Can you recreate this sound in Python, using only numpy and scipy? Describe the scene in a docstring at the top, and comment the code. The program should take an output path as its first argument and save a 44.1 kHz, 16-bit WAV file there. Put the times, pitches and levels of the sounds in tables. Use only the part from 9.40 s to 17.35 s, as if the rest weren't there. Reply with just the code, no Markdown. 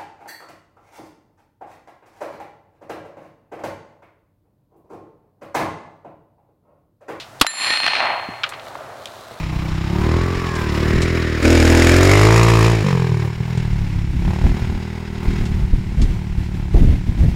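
"""A single-cylinder quad bike rolls toward a hand-held microphone on sand, passes at open throttle, lifts off
and drives away. Each firing blows a thump and bark from harmonics, a crack of decaying pipe modes and a noise jet.
Shaped noise makes the rattle, churning tyres and chain slaps; unsteady sine tones make the gear whine.
Low noise gusts buffet the microphone, leaves stir nearby, and the input stage overloads softly."""
import sys
import numpy as np
from scipy.fft import rfft, irfft, next_fast_len
from scipy.io import wavfile
from scipy.ndimage import map_coordinates

SR = 44100
rng = np.random.default_rng(int(sys.argv[2]) if len(sys.argv) > 2 else 0)


def generate_wav(sig):
    """Save sig (samples, or channels by samples) to the path in sys.argv[1] as 16-bit PCM at SR."""
    pcm = np.round(np.clip(np.atleast_2d(sig).T, -1, 1) * 32767).astype(np.int16)
    wavfile.write(sys.argv[1], SR, pcm)


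N = 350595


def amp(db):
    """Amplitude factor of a level in dB."""
    return 10 ** (np.asarray(db) / 20)


def unit(x):
    """x scaled to rms 1."""
    return x / np.sqrt(np.mean(x ** 2) + 1e-20)


def curves(rows, at):
    """Each column after the time, read at the given seconds."""
    seconds, *columns = np.transpose(rows)
    return [np.interp(at, seconds, column) for column in columns]


def wobble(rate):
    """A smooth random curve, rate knots a second."""
    knots = rng.standard_normal(int(N * rate / SR) + 4)
    return map_coordinates(knots, [np.arange(N) * rate / SR])


def filtered(x, response):
    """x times a response of frequency."""
    size = next_fast_len(N + SR // 2)
    spectrum = rfft(x, size) * response(np.fft.rfftfreq(size, 1 / SR))
    return irfft(spectrum, size)[..., :N]


def bands(rows):
    """Gain curve of humps and dips, each row (Hz, width Hz, dB)."""
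    return lambda hz: amp(sum(db / (1 + (2 * (hz - centre) / width) ** 2) for centre, width, db in rows))


def hiss(spectrum):
    """Noise of rms 1 whose colour is drawn by (Hz, relative dB) points."""
    f, db = np.transpose(spectrum)
    colour = lambda hz: amp(np.interp(np.log(hz + 1), np.log(f), db))
    return unit(filtered(rng.standard_normal(N), colour))


def cased(spectrum):
    """Noise in the rings of fins and covers, whose pitch wanders as the machine turns."""
    # Rings of the casing and a gap between them. Each row: centre in Hz, width in Hz, gain in dB.
    casing_rings = [(2240, 1200, 6.5), (3965, 310, 3), (5310, 420, 4.5), (6420, 150, -8.5),
                    (7000, 580, 5.5)]
    drift = .025  # share of the pitch, per unit of the random curve
    read_at = np.cumsum(1 + drift * wobble(1.5))
    rung = filtered(hiss(spectrum), bands(casing_rings))
    return unit(map_coordinates(rung, [read_at], mode="mirror"))


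def bounced(x, time):
    """x with an upside-down, duller echo off the sand, whose drifting delay combs it."""
    # Path of the echo. Each row: time in seconds, delay in ms.
    echo_path = [(0, 0.54), (1.05, 0.3), (1.2, 1.3), (2.4, 0.91), (2.9, 1.32), (4.2, 1.62), (5, 1.68)]
    echo_db, top_hz = -9.5, 2220
    delay_ms, = curves(echo_path, time)
    dull = filtered(x, lambda hz: 1 / (1 + (hz / top_hz) ** 4))
    return x - amp(echo_db) * np.interp(time - delay_ms / 1000, time, dull)


def bushes(wind_db):
    """Leaves stir nearby: bright noise that follows the wind at half its swing in dB."""
    return amp(.5 * wind_db - 36.5) * hiss([(500, -19), (2000, 3.5), (15000, -23.0)])


def gust_thuds(gust_rows):
    """The push that opens each gust: a low, quickly dying sine on the microphone."""
    # One row: pitch in Hz, decay time in seconds, level over the gust in dB.
    push = (59, .012, 2)
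    hz, decay_s, over_db = push
    time, out = np.arange(N) / SR, 0
    for start, _, db in gust_rows:
        decay = np.exp(-np.abs(time - start) / decay_s)
        out = out + amp(db + over_db) * decay * np.sin(2 * np.pi * hz * np.maximum(time - start, 0))
    return out


def wind():
    """Lumpy low turbulence on the microphone; a stronger gust reaches higher."""
    # Gusts at the microphone. Each row: start in seconds, hold in seconds, level in dB.
    gust_rows = [(0.203, 0.14, -24.5), (1.537, 0.025, -15), (4.315, 0.24, -21), (4.696, 0.2, -19),
                 (5.049, 0.034, -10), (5.206, 0.16, -21), (5.878, 0.027, -14.5), (6.0, 0.024, -15),
                 (6.098, 0.14, -18.5), (6.333, 0.038, -16.5), (6.579, 0.15, -13.5), (6.983, 0.057, -17),
                 (7.147, 0.02, -17.5), (7.346, 0.087, -7), (7.472, 0.052, -9.5), (7.676, 0.0041, -14.5),
                 (7.792, 0.05, -10), (7.884, 0.012, -10.5)]
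    # Breeze between gusts. Each row: time in seconds, level in dB.
    breeze_rows = [(0, -26), (1.4, -32.5), (2.0, -56), (4.1, -36), (4.25, -30), (5.35, -22), (5.5, -38),
                   (5.8, -34), (5.9, -23), (7.95, -30)]
    rise_db_per_s, fall_db_per_s = 700, 154
    time = np.arange(N) / SR
    levels = curves(breeze_rows, time)
    for start, hold, db in gust_rows:
        rise = rise_db_per_s * np.maximum(start - time, 0)
        fall = fall_db_per_s * np.maximum(time - start - hold, 0)
        levels.append(db - rise - fall)
    level_db = np.max(levels, axis=0)
    low = hiss([(12, -13), (28, 2.5), (70, -3.0), (150, -10.0), (300, -20.5), (700, -63), (2000, -100)])
    high = hiss([(60, 3.0), (150, -3.5), (300, -6.0), (700, -18.5), (3000, -55)])
    lumps = amp(3 * wobble(45))
    turbulence = amp(level_db) * unit(lumps * low)
    # the upper part swings twice as far in dB
    turbulence += amp(2 * (level_db + 10.5) - 25.0) * unit(lumps * high)
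    return gust_thuds(gust_rows) + bushes(level_db) + turbulence


def chain_knocks():
    """Short bright chain slaps over bumps: decaying bursts of noise."""
    # Chain slaps. Each row: start in seconds, opening level in dB.
    slaps = [(1.1523, -30), (1.6185, -22), (4.174, -37), (6.0545, -36), (6.6165, -30.5)]
    envelope, t = np.zeros(N), np.arange(SR // 20) / SR
    for start, db in slaps:
        envelope[round(start * SR):][:len(t)] = amp(db - 60 * t / 0.12)  # falls 60 dB in 0.12 s, cut at 0.05 s
    return envelope * hiss([(1000, 2), (4000, 5.0), (8000, -0.5), (15000, -30)])


def gears(time, rate, turns):
    """An unsteady mesh tone that swells where it crosses a case resonance."""
    # Gear meshes. Each row: start in seconds, end in seconds, teeth per firing, case resonance in Hz,
    # resonance width in Hz, level in dB.
    meshes = [(.45, 1.4, 26.4, 1090, 130, -29), (1.07, 1.4, 41, 1620, 130, -31),
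              (1.42, 2.0, 45, 1830, 330, -29), (2.3, 2.85, 39.5, 1820, 200, -26)]
    out = 0
    for start, end, teeth, hz, width_hz, db in meshes:
        fade = np.clip(np.minimum(time - start, end - time) / 0.016, 0, 1)
        level = fade * amp(db + 1.3 * wobble(44.67))
        tone = np.sin(2 * np.pi * (teeth * turns + width_hz / 1100 * wobble(500)))
        tone = tone * (1 + .3 * np.cos(2 * np.pi * turns))  # each firing loads the teeth
        out = out + level * tone / (1 + ((teeth * rate - hz) / width_hz) ** 2)
    return out


def churned_sand(rattle_db):
    """Tyres churning sand: dull uneven noise that fades slowly with distance."""
    # Colour of the churning. Each row: frequency in Hz, relative level in dB per Hz.
    sand_colour = [(560, -4), (850, -3.5), (1200, -6), (2500, -32.5)]
    return amp(0.65 * rattle_db - 18.5 + 2.5 * wobble(20)) * hiss(sand_colour)


def valve_rattle(rattle_db, phase):
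    """Valve gear and chain: casing noise that swells once a firing, with a random flutter."""
    # Colour of the rattle ahead of the casing. Each row: frequency in Hz, relative level in dB per Hz.
    rattle_colour = [(470, -48), (800, -15), (952, -4.5), (1860, -4), (4060, -10), (5400, -12.5),
                     (15500, -40.5)]
    beat = 1 + .3 * np.cos(2 * np.pi * (phase - .15))
    return amp(rattle_db - 3.0) * unit(beat * amp(1.34 * wobble(40))) * cased(rattle_colour)


def gas_jet(rattle_db, cycle, since_firing, pipe_away):
    """Gas rushing out behind each pressure wave: noise puffs of uneven strength over a steady leak."""
    # Colour of the jet ahead of the casing. Each row: frequency in Hz, relative level in dB per Hz.
    jet_colour = [(1200, -2), (2310, -3.5), (3500, -14.5), (5000, -8), (6890, -9.5), (12700, -21),
                  (15500, -33)]
    behind_db = -8  # while the pipe points away
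    late = np.maximum(since_firing - .0015, 0)  # the gas follows the pressure wave
    puff = np.exp(-late / 0.0023) * (1 - np.exp(-late / 0.00092)) + 0.16
    strength = amp(2.1 * rng.standard_normal(600)[cycle])
    # the jet grows faster than the rattle as the machine nears
    jet_db = 1.7 * (rattle_db + 24.5) + behind_db * pipe_away - 30.5
    return amp(jet_db) * unit(strength * puff) * cased(jet_colour)


def pipe_crack(thump_db, time, cycle, since_firing):
    """Each firing rings the hot tail pipe: decaying modes, lower in pitch when the gas is cooler."""
    # Tail pipe modes. Each row: frequency in Hz before the heat factor, relative level in dB,
    # time to fall 60 dB in seconds.
    pipe_modes = [(987, 12, 0.0059), (1177, 13, 0.005), (1800, -17, 0.019), (2407, -0.5, 0.016)]
    # Crack over the thump, strongest while the pipe points this way. Each row: time in seconds, level in dB.
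    crack_over_thump = [(0, -17.5), (2.0, -26), (2.55, -22), (2.68, -7), (3.27, -9.5), (3.4, -31),
                        (3.47, -14.5), (3.95, -23.5), (4.75, -25.5), (4.9, -13), (6.1, -23.5),
                        (7.95, -23.5)]
    heat = np.interp(time, [2.7, 3.2, 3.9, 4.5], [0.86, 1.09, 0.79, 0.702])  # pitch factor
    ring = 0
    for hz, db, t60 in pipe_modes:
        decay = amp(db - 60 * since_firing / t60)
        ring = ring + decay * np.sin(2 * np.pi * hz * heat * since_firing)
    strength = amp(rng.standard_normal(600)[cycle])
    crack_db = thump_db + curves(crack_over_thump, time)[0]
    return -amp(crack_db) * unit(strength * ring)


def exhaust_note(orders, turns, direct=0.84, echo_turns=.56):
    """Thump (orders to 5) and bark (above) of one blow a turn, each rms 1, phased as a causal pulse."""
    k, db = np.transpose(orders)
    order = np.arange(33)
    gain = amp(np.interp(order, [0, *k, 32], [db[0] - 20, *db, db[-1] - 30]))
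    # folding the cepstrum gives the minimum phase of this gain
    cepstrum = irfft(np.log(gain))
    cepstrum[1:32] *= 2
    cepstrum[33:] = 0
    lines = -np.exp(rfft(cepstrum)) * (order <= k[-1])
    # the bark bounces inside the silencer and comes out again later in the turn, without losing energy
    late = np.exp(-2j * np.pi * order * echo_turns)
    bounce = (direct + late) / (1 + direct * late)
    parts = (lines * (order <= 5), lines * bounce * (order > 5))
    shapes = [unit(irfft(part, 1024)) for part in parts]
    return np.array([np.interp(turns % 1, np.arange(1024) / 1024, shape, period=1) for shape in shapes])


def exhaust(throttle, thump_db, time, turns, facing_s):
    """One pressure blow per firing, its harmonics blended between throttle settings."""
    # Exhaust notes, shut, part and open throttle. Each row: multiple of the firing rate, relative level in dB.
    shut_orders = [(1, -31), (2, -4.5), (3, 5), (4, 1.5), (5, -13.5), (6, -35), (7, -28.5), (8, -25.5),
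                   (9, -16.5), (10, -13.5), (11, -16)]
    part_orders = [(1, -16), (2, -2), (3, -4), (4, -7.5), (5, -4.5), (6, -6.5), (7, -15), (8, -22.5),
                   (9, -11.5), (10, -11.5), (11, -15.5), (12, -27.5)]
    open_orders = [(1, -2.5), (2, 6.5), (3, -2), (4, -12.5), (5, -15), (6, -4), (7, -6.5), (8, -6),
                   (9, -10.5), (10, -19.5), (11, -11.5), (12, -10.5), (13, -18.5), (14, -12), (15, -15.5),
                   (16, -16.5)]
    # Bark over the thump, fullest as the machine passes. Each row: time in seconds, level in dB.
    bark_over_thump = [(0, -9), (0.6, -3.5), (1.95, -1), (2.1, 0), (2.6, -3), (3.3, -9), (4.3, -20.5),
                       (5.1, -11.5), (5.9, -9), (6.5, -16.5), (7.95, -19.5)]
    # A fixed chamber that the bark passes. One row: centre in Hz, width in Hz, gain in dB.
    chamber = (370, 160, 4)
    # Colour of the exhaust heard from ahead. 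Each row: centre in Hz, width in Hz, gain in dB.
    front_colour = [(167, 47, 6.5), (234, 100, -6), (590, 330, -5)]
    away_lag_turns, lows_late_s, lows_hz = .06, .004, 150
    # while the pipe points away the blow comes late, and as a push, not a suck
    heard_turns = turns - away_lag_turns * (time < facing_s)
    polarity = np.tanh((time - facing_s) / .012)
    shares = [np.clip(1 - abs(throttle - setting), 0, 1) for setting in range(3)]
    settings = zip(shares, (shut_orders, part_orders, open_orders))
    thump, bark = sum(share * exhaust_note(orders, heard_turns) for share, orders in settings) * polarity
    bark = amp(-1.5) * filtered(bark, bands([chamber]))
    # with the throttle shut the charge burns unevenly
    blow = amp(thump_db + (0.5 + shares[0]) * wobble(35)) * thump
    bark_db = thump_db + curves(bark_over_thump, time)[0]
    blow = blow + amp(bark_db + wobble(60)) * bark

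    def ahead(hz):
        """Round the machine the lowest notes arrive late, higher ones less so."""
        lag_turns = lows_late_s * lows_hz * (1 - np.exp(-hz / lows_hz))
        return bands(front_colour)(hz) * np.exp(-2j * np.pi * lag_turns)

    return np.where(polarity < 0, filtered(blow, ahead), blow)


def quad_bike():
    """One firing clock drives exhaust, crack, jet, rattle and gears; sand follows the rattle level."""
    # Engine pace. Each row: time in seconds, firings per second.
    pace = [(0.36, 31.73), (0.54, 35.1), (0.84, 43.39), (0.96, 44.27), (1.32, 36.34), (1.7, 42.29),
            (1.92, 39.23), (2.06, 39.03), (2.14, 42.21), (2.21, 39.02), (2.28, 40.93), (2.5, 41.9),
            (2.96, 56.7), (3.04, 56.62), (3.11, 56.97), (3.21, 54.41), (3.31, 57.72), (3.39, 53.6),
            (3.54, 44.09), (3.82, 37.33), (4.14, 41.7), (4.36, 35.8), (4.74, 33.37), (5.08, 39.08),
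            (5.3, 38.56), (5.58, 40.31), (6.22, 37.13), (6.88, 37.05), (7.32, 35.57), (7.46, 37.65),
            (7.56, 36.14)]
    # The ride past. Each row: time in seconds, throttle (0 shut, 1 part, 2 open or beyond),
    # exhaust thump in dB, guide level in dB for rattle, jet and sand.
    ride = [(0.05, 1.12, -24.5, -34.5), (0.49, 0.78, -21.5, -32.5), (0.7, 1.6, -14.5, -28),
            (1.1, 1.24, -23, -29.5), (1.48, 1.4, -15, -27), (2.0, 1.58, -19.5, -28.5),
            (2.05, 2, -12.5, -20.5), (2.47, 1.85, -11.5, -19), (2.85, 1.96, -9, -20),
            (3.27, 2.1, -11, -22.5), (3.4, 7.5, -17.5, -28.5), (3.44, 0.23, -17, -28.5),
            (3.53, 0.24, -14, -30.5), (3.8, 0.25, -17, -35), (3.97, 0.5, -24, -37.5),
            (4.18, 0.43, -18.5, -35.5), (4.75, 1, -22, -42.5), (4.91, 0.95, -20, -35),
            (5.67, 1.1, -28.5, -39.5), (5.93, 0.99, -22.5, -34.5), (6.3, 1.06, -25, -43.5),
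            (7.88, 0.89, -23.5, -45)]
    # Richer firings on the overrun. Each row: time in seconds, level over their neighbours in dB.
    rich_pops = [(3.858, 4.5), (4.012, 8), (4.18, 5)]
    facing_s = 2.018  # until then the pipe points away
    time = np.arange(N) / SR
    rate, = curves(pace, time)
    throttle, thump_db, rattle_db = curves(ride, time)
    throttle = np.clip(throttle, 0, 2)
    thump_db = thump_db + sum(db * np.exp(-((time - s) / 0.012) ** 2) for s, db in rich_pops)
    turns = np.cumsum(rate) / SR + .97 + .003 * wobble(30)  # firing cycles, slightly unsteady
    phase, cycle = turns % 1, np.floor(turns).astype(int)
    since_firing = phase / rate  # seconds
    blow = exhaust(throttle, thump_db, time, turns, facing_s)
    crack = pipe_crack(thump_db, time, cycle, since_firing)
    jet = gas_jet(rattle_db, cycle, since_firing, time < facing_s)
    noise = valve_rattle(rattle_db, phase) + jet + churned_sand(rattle_db)
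    return blow + gears(time, rate, turns) + bounced(crack + noise, time)


def scene():
    """Wind at the microphone, chain slaps and the passing quad bike, in one channel."""
    return (wind() + chain_knocks() + quad_bike())[None]


def record(dry):
    """The input stage clips softly; the microphone hisses; nothing is kept above the band limit."""
    ceiling, top_hz = .72, 15800
    clipped = dry / (1 + np.abs(dry / ceiling) ** 10) ** (1 / 10)
    floor = amp(-61.5) * hiss([(300, 4), (8000, 12), (16000, -26)])
    return filtered(clipped + floor, lambda hz: hz < top_hz)


dry = scene()
out = record(dry)
generate_wav(out)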